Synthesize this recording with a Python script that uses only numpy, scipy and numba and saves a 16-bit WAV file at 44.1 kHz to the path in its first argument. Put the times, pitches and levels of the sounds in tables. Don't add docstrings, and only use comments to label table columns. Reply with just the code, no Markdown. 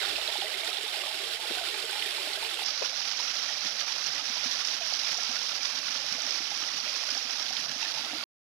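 import sys
import numpy as np
from scipy import signal
from scipy.fft import rfft, irfft
from scipy.io import wavfile
from numba import njit

SR = 44100
rng = np.random.default_rng(int(sys.argv[2]) if len(sys.argv) > 2 else 0)


def wav_record(signal):
    frames = np.transpose(np.atleast_2d(signal))
    bounded = np.clip(frames, -1, 1)
    quanta = np.round(bounded * 32767).astype(np.int16)
    wavfile.write(sys.argv[1], SR, quanta)


N = 378360
MOVE_S, END_S = 2.638, 8.239
WANDER_HZ = 7.08


def from_db(db):
    return 10 ** (np.asarray(db) / 20)


def rms_one(x):
    return x / np.sqrt(np.mean(x ** 2) + 1e-20)


def in_time(rows, t):
    s, *columns = np.transpose(rows)
    return [np.interp(t, s, column) for column in columns]


def swells(rows, t):
    bell = np.hanning(33)
    offsets = np.linspace(-.5, .5, 33)
    return sum(np.interp(t, s + length * offsets, db * bell) for s, length, db in rows)


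def drift(corner_hz, size):
    pole = np.exp(-2 * np.pi * corner_hz * 40 / SR)
    noise = rng.standard_normal(size // 40 + 2002)
    slow = signal.lfilter([1], [1, -2 * pole, pole * pole], noise)[2000:]
    return np.interp(np.arange(size) / 40, np.arange(len(slow)), rms_one(slow))


def resonance(x, hz, width_hz):
    r = np.exp(-np.pi * width_hz / SR)
    zeros = np.array([1, 0, -1]) * (1 - r * r) / 2
    poles = [1, -2 * r * np.cos(2 * np.pi * hz / SR), r * r]
    return signal.lfilter(zeros, poles, x + 1e-18)


def colour(x, hz, db, size=4096):
    grid = np.maximum(np.arange(size // 2 + 1) * SR / size, 1)
    cepstrum = irfft(np.log(from_db(np.interp(np.log(grid), np.log(hz), db))))
    cepstrum[1:size // 2] *= 2
    cepstrum[size // 2 + 1:] = 0
    response = irfft(np.exp(rfft(cepstrum)))
    return signal.oaconvolve(x, response)[:len(x)]


@njit
def ring_bubbles(size, starts, heights, pitches, cycles, rise):
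    out = np.zeros(size)
    for k in range(len(starts)):
        length = cycles[k] * SR / pitches[k]
        step, height, phase = 2 * np.pi * pitches[k] / SR, heights[k], 0.
        fade = np.exp(-np.log(1000) / length)
        for i in range(min(int(length), size - starts[k])):
            closed = min(phase / (3 * np.pi), 1.)
            swell = closed * closed * (3 - 2 * closed)
            out[starts[k] + i] += height * swell * np.sin(phase)
            phase += step * (1 + rise[k] * i / length)
            height *= fade
    return out


def bubbles(size, per_s, low_hz, high_hz, crowding, cycles, spread_db, rise):
    chance = np.random.default_rng(rng.integers(1 << 30))
    when, rank, force, life, glide = chance.random((int(per_s * size / SR), 5)).T
    low, high = low_hz ** crowding, high_hz ** crowding
    hz = (low + (high - low) * rank) ** (1 / crowding)
    strength_db = spread_db * np.minimum(-np.log(1 - force), 4.0)
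    heights = hz ** (1 - crowding / 2) * from_db(strength_db)
    starts = (when * size).astype(np.int64)
    return rms_one(ring_bubbles(size, starts, heights, hz, cycles * (.5 + life), rise * (2 * glide - .5)))


def slaps(size, per_s, spread_db):
    strength = from_db(spread_db * np.minimum(rng.exponential(1, size), 4))
    signed = strength * rng.choice([-1, 1], size)
    return rms_one(signed * (rng.random(size) < per_s / SR))


def splash_source(size, fizz_per_s, slap_db, rush_db, spatter_db, spatter_hz, surge):
    fizz = bubbles(size, fizz_per_s, low_hz=597.0, high_hz=14096, crowding=1.45,
                   cycles=58, spread_db=2.5, rise=0.27)
    clicks = from_db(slap_db) * slaps(size, per_s=3000, spread_db=2.0)
    spatter = from_db(spatter_db) * bubbles(size, per_s=260, low_hz=spatter_hz / 3, high_hz=spatter_hz,
                                            crowding=1.5, cycles=8.9, spread_db=1.7, rise=0.17)
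    rush = from_db(rush_db) * rng.standard_normal(size)
    return surge * rms_one(fizz + clicks + spatter + rush)


def splash(t, spectrum, side, fizz_per_s, slap_db, rush_db, spatter_db, spatter_hz, surge_db, lag_s):
    size = len(t)
    hz, left_db, right_db, likeness = np.transpose(spectrum)
    likeness = np.clip(likeness, .02, .98)
    surge = from_db(surge_db * drift(53, size))
    direct, scattered = [splash_source(size, fizz_per_s, slap_db, rush_db, spatter_db, spatter_hz, surge)
                         for _ in range(2)]
    right = np.interp(t - lag_s, t, colour(direct, hz, right_db))
    left_direct = colour(direct, hz, left_db + 20 * np.log10(likeness))
    left_scattered = colour(scattered, hz, left_db + 10 * np.log10(1 - likeness ** 2))
    side_db, = in_time(side, t)
    left = (left_direct + left_scattered) * from_db(side_db - side_db.mean())
    pair = np.array([left, right])
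    return pair / pair.mean(0).std()


def through_hollows(swarm, hollows):
    total = sum((-1) ** k * from_db(db) * resonance(swarm, hz, width_hz)
                for k, (hz, width_hz, db) in enumerate(hollows))
    return rms_one(total)


def gurgle(size, hollows, per_s, cycles, spread_db, left_db, apart, waver):
    near, far = [through_hollows(bubbles(size, per_s, low_hz=110.5, high_hz=980.4, crowding=2.1,
                                         cycles=cycles, spread_db=spread_db, rise=0.3), hollows)
                 for _ in range(2)]
    left = from_db(left_db) * rms_one(near + apart * far)
    clock = np.cumsum(np.exp(waver * drift(WANDER_HZ, size)))
    position = clock / clock[-1] * (size - 1)
    pair = np.array([np.interp(position, np.arange(size), x) for x in (left, near)])
    return pair / pair.mean(0).std()


# middle in seconds, length in seconds, change of the splash in dB (scaled down on the left).
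JET_SURGES = [(0.04, 0.15, 1.5), (0.30, 0.072, -0.5), (0.415, 0.05, 0.5), (0.57, 0.046, -2),
              (0.675, 0.093, 2.5), (1.115, 0.044, -2.5), (1.235, 0.069, 1.5), (1.385, 0.048, -2.5),
              (1.55, 0.068, 4), (1.62, 0.06, -1), (1.89, 0.14, -1), (2.39, 0.044, -2), (2.57, 0.11, -2.5),
              (2.675, 0.061, 1.5), (2.851, 0.064, 2.5), (3.236, 0.063, 1), (3.745, 0.084, -2.5),
              (3.804, 0.037, 3.5), (3.845, 0.065, -2.5), (4.035, 0.023, -1.5), (4.37, 0.14, -1),
              (4.45, 0.06, 1.5), (4.54, 0.066, 0.5), (4.795, 0.031, -4.5), (5.13, 0.06, 2),
              (5.255, 0.05, -1.5), (5.425, 0.084, 1), (5.59, 0.048, -4), (5.65, 0.26, 1.5),
              (5.74, 0.053, -0.5), (6.155, 0.031, 2), (6.255, 0.059, 1.5), (6.62, 0.06, 1.5),
              (7.47, 0.082, 0.3), (7.572, 0.045, 1.5), (7.67, 0.082, -3.5), (7.85, 0.1, 1.5)]


def flow(levels, t):
    splash_db, gurgle_db = in_time(levels, t)
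    # 0.022 s long, 0.05 dB high
    drop_lumps = [(s, 0.022, 0.05) for s, _, _ in NEAR_DROPS]
    lumps_db = swells(JET_SURGES + drop_lumps, t) * np.array([[0.87], [1]])
    sway_db = 0.25 * drift(WANDER_HZ, len(t))
    filling_db = 0.53 * drift(WANDER_HZ, len(t))
    return splash_db + lumps_db + sway_db, gurgle_db + filling_db


# frequency in Hz, left and right relative density in dB per Hz,
# left-right likeness from 0 to 1.
LEDGE_SPECTRUM = [(35.3, -29, -35, 0), (101, -30, -28.5, 0.94), (203, -36, -31, 1), (335, -24, -16, 0.3),
                  (970, -22.5, -18.5, 0.17), (1500, -21, -11, 0.04), (1760, -20.5, -12.5, 0.9),
                  (2550, -19, -8, 0.2), (3580, -22.5, -4.5, 0.2), (5380, -23, -11, 0.7),
                  (6560, -22, -26.5, 0.06), (7200, -24, -18.5, 0.4), (9800, -22, -26, 0),
                  (11840, -28.5, -27.5, 0.04), (15000, -28.5, -25, 0.85)]
# resonance in Hz, width in Hz, relative level in dB.
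LEDGE_CAVITIES = [(365, 61, -6.5), (439, 52, -2.5), (623, 38, -2.5), (729, 26, -4), (824, 45, -3)]
# time in seconds, splash in dB, gurgle in dB (before a fixed trim).
LEDGE_LEVELS = [(0.0, -33, -43.5), (0.55, -35.5, -45), (1.3, -35.5, -44.5), (2.63, -35, -46)]
# time in seconds, left minus right in dB (only the change from the mean acts).
LEDGE_BALANCE = [(0.0, -13.5), (0.66, -11), (2.6, -10.5)]


def ledge(t):
    splash_db, gurgle_db = flow(LEDGE_LEVELS, t)
    spray = splash(t, LEDGE_SPECTRUM, LEDGE_BALANCE, fizz_per_s=12000, slap_db=-1.5, rush_db=-2.0,
                   spatter_db=-14.0, spatter_hz=5140, surge_db=1.0, lag_s=0.00003)
    burble = gurgle(len(t), LEDGE_CAVITIES, per_s=280, cycles=36, spread_db=0.7,
                    left_db=-9.5, apart=0.9, waver=0.055)
    return from_db(splash_db - 0.53) * spray + from_db(gurgle_db - 4.0) * burble


# middle in seconds, length in seconds, rise above the calm in dB.
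AIR_PUFFS = [(0.1, 1, 27), (0.63, 0.25, 15), (1.6, 0.45, 22), (2.43, 0.2, 20), (4.2, 0.9, 8),
             (6.12, 0.3, 10), (6.6, 0.3, 12), (7.98, 0.6, 16)]


def air(t, top_hz, left_db):
    band = signal.butter(2, [28, top_hz], "band", fs=SR, output="sos")
    rumble = rms_one(signal.sosfilt(band, rng.standard_normal((2, N))))
    level_db = -83.5 + swells(AIR_PUFFS, t)
    return from_db([[left_db], [0]]) * from_db(level_db) * rumble * (t < END_S)


def single_bubbles(rows, cycles, rise, gain_db, left_db):
    s, db, hz = np.transpose(rows)
    each = np.ones(len(s))
    starts = (s * SR).astype(np.int64)
    rings = ring_bubbles(N, starts, from_db(db + gain_db), hz, cycles * each, rise * each)
    return from_db([[left_db], [0]]) * rings


# start in seconds, level in dB before a shared gain, starting pitch in Hz.
MIDDLING_BUBBLES = [(0.002, -25, 2090), (0.028, -28, 1610), (0.043, -29.5, 1190), (0.047, -26.5, 1390),
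                    (0.049, -29.5, 1900), (0.395, -31, 2410), (0.468, -24.5, 1990), (0.542, -23, 2090),
                    (0.617, -27, 2150), (0.634, -23.5, 2260), (0.716, -31, 1280), (1.036, -33, 1150),
                    (1.495, -31, 1490), (1.558, -30, 2370), (1.584, -26, 1500), (1.670, -28, 1390),
                    (1.895, -26, 1490), (2.021, -22.5, 2400), (2.026, -25, 2020), (2.053, -27, 1820),
                    (2.607, -24, 2850), (3.194, -33, 970), (3.224, -22, 2790), (3.148, -29, 2350),
                    (3.491, -27, 1880), (3.552, -26, 2300), (3.806, -26.5, 2450), (3.882, -24, 2360),
                    (4.194, -30, 1260), (4.370, -34, 970), (4.820, -24.5, 2460), (5.032, -25, 2615),
                    (5.052, -25, 2330), (5.366, -28, 1460), (5.614, -25, 2310), (5.951, -29, 1390),
                    (6.150, -30, 2240), (6.686, -27, 1940), (6.946, -27, 2500), (7.087, -29, 1460),
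                    (7.567, -28, 2530), (7.828, -22, 2670), (7.858, -27, 1760), (8.097, -30.5, 1390)]


def chirps():
    return single_bubbles(MIDDLING_BUBBLES, cycles=77, rise=0.11, gain_db=-1.5, left_db=-13.0)


# start in seconds, level in dB before each layer's gain, bubble pitch in Hz.
NEAR_DROPS = [(0.014, -20, 2020), (0.038, -17, 3650), (0.043, -20, 4280), (0.052, -15, 3700),
              (0.059, -15, 4400), (0.1262, -19, 3640), (0.1598, -16.5, 2570), (0.167, -17, 4680),
              (0.277, -10, 3870), (0.290, -20, 4300), (0.3267, -15, 3620), (0.372, -17, 3550),
              (0.403, -17, 3900), (0.4146, -16, 3380), (0.417, -16.5, 2900), (0.519, -21, 4300),
              (0.675, -18, 3820), (0.73, -15, 3760), (0.77, -15, 3400), (0.7835, -16, 3600),
              (1.0175, -18, 2760), (1.5219, -16, 3860), (1.5435, -20, 3640), (1.802, -17, 4390),
              (2.024, -14.5, 2960), (2.332, -19, 4410), (2.4477, -22, 2490), (2.606, -30, 2840),
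              (2.662, -10, 5300), (2.686, -13, 4820), (2.860, -19, 4350), (3.003, -16, 4950),
              (3.027, -21, 3030), (3.091, -15, 4460), (3.123, -18, 5200), (3.232, -18, 5250),
              (3.3827, -19, 5000), (3.6087, -20, 4940), (3.6328, -19, 4850), (3.784, -22, 4970),
              (3.797, -17, 3500), (3.805, -15.5, 5840), (3.812, -19, 4430), (4.041, -14, 4820),
              (4.125, -19, 5640), (4.145, -22, 5600), (4.513, -16, 5680), (4.571, -15, 4560),
              (4.651, -13, 5340), (4.6733, -9, 5250), (4.9374, -10, 4700), (5.055, -15.5, 5250),
              (5.0803, -20, 4890), (5.1023, -19, 4700), (5.144, -13, 5300), (5.1752, -14, 5700),
              (5.233, -12.5, 5600), (5.4337, -17, 5510), (5.6306, -13, 4940), (5.788, -13, 5030),
              (6.2203, -13, 5670), (6.2942, -15.5, 5040), (6.308, -9.5, 5170), (6.802, -12.5, 4620),
              (6.8946, -14, 4830), (7.105, -10.5, 5100), (7.1774, -11, 5350), (7.567, -15, 4500),
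              (7.569, -17, 3470), (8.183, -18, 4830)]


def near_drops():
    return single_bubbles(NEAR_DROPS, cycles=52, rise=0.057, gain_db=-1.5, left_db=-25.0)


def splats(attack_s, decay_s, width_share, gain_db, left_db):
    out, t = np.zeros((2, N)), np.arange(SR // 20) / SR
    envelope = -np.expm1(-t / attack_s) * np.exp(-t / decay_s)
    for s, db, hz in NEAR_DROPS:
        burst = from_db(db + gain_db) * envelope * rng.standard_normal((2, len(t)))
        once = resonance(burst, hz, width_share * hz)
        start = int(s * SR)
        out[:, start:start + len(t)] += resonance(once, hz, width_share * hz)
    return from_db([[left_db], [0]]) * out


# start in seconds, level in dB on the right, starting pitch in Hz,
# cycles of ring, glide as a share of the pitch.
AIR_POCKETS = [(0.030, -37, 790, 45, 0.017), (0.078, -31, 760, 39, -0.17), (0.285, -27, 630, 36, 0.33),
               (0.355, -25, 814, 32, 0.15), (0.385, -32, 372, 28, 0.12), (0.421, -27, 764, 64, 0.22),
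               (0.443, -30, 640, 66, -0.077), (0.686, -33, 726, 69, 0.077), (0.775, -35, 810, 49, -0.15),
               (0.836, -35, 424, 44, 0.25), (0.862, -34, 830, 45, 0.05), (0.942, -32, 825, 50, 0.084),
               (0.972, -35, 644, 40, 0.22), (1.075, -33.5, 800, 43, 0), (1.035, -37, 660, 35, 0.18),
               (1.108, -37, 810, 35, 0.08), (1.439, -37, 824, 100, 0.21), (1.512, -27, 440, 15, 0.16),
               (1.572, -29, 719, 57, 0.16), (1.608, -32, 695, 80, -0.067), (1.839, -32.5, 437, 59, 0.24),
               (1.928, -32, 810, 55, -0.032), (1.954, -30, 860, 91, -0.031), (1.981, -32, 830, 34, -0.038),
               (2.060, -34, 416, 26, 0.035), (2.145, -36, 635, 30, 0.14), (2.181, -29.5, 905, 45, -0.1),
               (2.269, -38, 302, 22, 0.15), (2.272, -31.5, 617, 41, 0.062), (2.373, -32.5, 633, 57, 0.032),
               (2.426, -32, 890, 89, 0.14), (2.590, -25.5, 874, 28, -0.16), (2.618, -28.5, 796, 41, -0.36),
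               (3.199, -31, 840, 29, 0.21), (3.503, -32, 835, 29, 0.15), (4.296, -36, 237, 16, 0.18),
               (4.455, -34.5, 250, 24, 0.11), (4.810, -32.5, 682, 83, -0.16), (4.923, -27, 720, 22, 0.25),
               (5.150, -31, 855, 22, 0.23), (5.184, -28, 720, 27, 0.062), (5.290, -37.5, 238, 25, 0.1),
               (5.898, -39, 260, 12, 0.15), (6.108, -43, 135, 11, 0.1), (6.118, -38, 205, 13, 0.1),
               (6.145, -34, 250, 12, 0.15), (6.182, -34, 640, 33, 0.091), (6.402, -37, 302, 19, 0.19),
               (6.516, -30, 810, 42, 0.1), (6.626, -36, 297, 12, 0.15), (6.866, -34, 626, 29, -0.0043),
               (7.120, -38, 253, 15, 0.19), (7.151, -33, 675, 25, 0.1), (7.168, -33.5, 775, 50, 0.083),
               (7.507, -28.5, 743, 34, 0.1), (7.758, -37, 240, 16, 0.15), (7.826, -29, 870, 34, 0.1),
               (7.973, -34.5, 867, 64, 0.11), (8.131, -29, 282, 13, 0.2), (8.133, -27, 755, 20, 0.1),
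               (8.148, -36.5, 310, 34, 0.14)]


def air_pockets(left_db):
    s, db, hz, cycles, glide = np.transpose(AIR_POCKETS).copy()
    rings = ring_bubbles(N, (s * SR).astype(np.int64), from_db(db), hz, cycles, glide)
    return from_db([[left_db], [0]]) * rings


# middle in seconds, level in dB before the bass cut,
# pitch in Hz, time constant of the ring in ms.
LEFT_POPS = [(0.1855, -28.5, 650, 7.2), (1.5108, -25.5, 305, 4.5), (2.8208, -30, 500, 1.5),
             (2.823, -22, 493, 3), (2.8249, -21.5, 490, 3), (2.8330, -30, 421, 2.3),
             (2.9159, -23, 900, 0.4), (3.5739, -25, 750, 0.35), (3.6491, -21, 1500, 0.15),
             (3.658, -37.5, 235, 9.4), (3.9648, -29, 650, 1.8)]


def pops(edge_s, gain_db, right_db, low_cut_share):
    out = np.zeros(N)
    for s, db, hz, ring_ms in LEFT_POPS:
        span = np.arange(int((s - .04) * SR), int((s + .04) * SR))
        t = span / SR - s
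        ring = np.exp(-np.abs(t) * 1000 / ring_ms) * np.cos(2 * np.pi * hz * t)
        pop = np.tanh(t / edge_s) * ring
        bass_cut = signal.butter(3, low_cut_share * hz, "high", fs=SR, output="sos")
        out[span] += from_db(db + gain_db) * signal.sosfiltfilt(bass_cut, pop)
    return from_db([[0], [right_db]]) * out


# start in seconds, level in dB before a shared gain, bubble pitch in Hz.
FINE_DROPLETS = [(0.6471, -31, 7250), (0.8322, -34, 7570), (0.9599, -40, 7840), (1.4258, -37, 8990),
                 (1.8528, -34, 7750), (1.912, -31, 8600), (2.0444, -36, 7810), (2.5443, -35, 7940)]


def flecks():
    return single_bubbles(FINE_DROPLETS, cycles=42, rise=0.049, gain_db=8.5, left_db=-2.0)


# frequency in Hz, left and right relative density in dB per Hz,
# left-right likeness from 0 to 1.
CASCADE_SPECTRUM = [(34.7, -44.5, -44, 0.041), (77.3, -36, -38, 0.57), (146, -30.5, -23.5, 0.94),
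                    (402, -28, -21, 0.85), (1020, -27.5, -17, 0.89), (1390, -22, -11.5, 0.98),
                    (2000, -20.5, -12, 0.073), (4580, -27.5, -5.5, 0.68), (5030, -27, -3.5, 0.16),
                    (5740, -30.5, -3.5, 0.23), (6760, -30, -19, 0.16), (8340, -35.5, -37.5, 0.076),
                    (10040, -29.5, -36, 0.12), (14770, -42, -32, 0.057)]
# resonance in Hz, width in Hz, relative level in dB.
CASCADE_CAVITIES = [(541, 100, -2), (685, 110, -0.5), (837, 74, 1)]
# resonance in Hz, width in Hz, relative level in dB.
POOL_CAVITIES = [(148, 20, -6.5), (244, 25, -1), (313, 51, -4)]
# time in seconds, level in dB (before a fixed trim).
PLOP_LEVELS = [(2.65, -87), (3.4, -73), (4.2, -63), (4.8, -74.5), (6.1, -59.5), (6.7, -64), (7.3, -61.5),
               (8.23, -57)]
# time in seconds, splash in dB, gurgle in dB (before a fixed trim).
CASCADE_LEVELS = [(2.65, -34.5, -51.5), (3.6, -33.5, -50.5), (4.8, -33, -53), (6.2, -34.5, -50),
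                  (7.6, -34.5, -52.5), (8.23, -35, -49.5)]
# time in seconds, left minus right in dB (only the change from the mean acts).
CASCADE_BALANCE = [(2.9, -17.5), (7.89, -15.5), (8.2, -13)]
# time in seconds, share taken away from 0 to 1.
TREBLE_SOFTENING = [(7.85, 0), (8.0, 0.26), (8.15, 0.72)]


def cascade(t):
    splash_db, gurgle_db = flow(CASCADE_LEVELS, t)
    softening, = in_time(TREBLE_SOFTENING, t)
    pool_db, = in_time(PLOP_LEVELS, t)
    spray = splash(t, CASCADE_SPECTRUM, CASCADE_BALANCE, fizz_per_s=15000, slap_db=-2.5, rush_db=-2.0,
                   spatter_db=-10.5, spatter_hz=6500, surge_db=1.26, lag_s=0.0001234)
    spray[1] -= softening * resonance(spray[1], hz=5570, width_hz=1650)
    burble = gurgle(len(t), CASCADE_CAVITIES, per_s=300, cycles=33, spread_db=1.5,
                    left_db=-5.5, apart=0.6, waver=0.03)
    plops = gurgle(len(t), POOL_CAVITIES, per_s=450, cycles=14.0, spread_db=1.6,
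                   left_db=-4.5, apart=0.34, waver=0.0401)
    water = from_db(splash_db - 0.5) * spray + from_db(gurgle_db - 3.5) * burble
    return water + from_db(pool_db - 0.8) * plops


def scene():
    t = np.arange(N) / SR
    ledge_water = ledge(t[t < MOVE_S])
    cascade_water = cascade(t[(t >= MOVE_S) & (t < END_S)])
    water = np.hstack([ledge_water, cascade_water, np.zeros((2, np.sum(t >= END_S)))])
    spray = splats(attack_s=0.002, decay_s=0.006, width_share=0.33, gain_db=-8.5, left_db=-18.0)
    drops = near_drops() + spray + flecks()
    pockets = chirps() + air_pockets(left_db=-6.5)
    popping = pops(edge_s=0.0001, gain_db=0, right_db=-24, low_cut_share=0.68)
    return water + drops + pockets + popping + air(t, top_hz=90, left_db=-15.5)


def record(dry):
    low_pass = signal.ellip(12, .1, 80, 15200, fs=SR, output="sos")
    return signal.sosfilt(low_pass, dry)


dry = scene()
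out = record(dry)
wav_record(out)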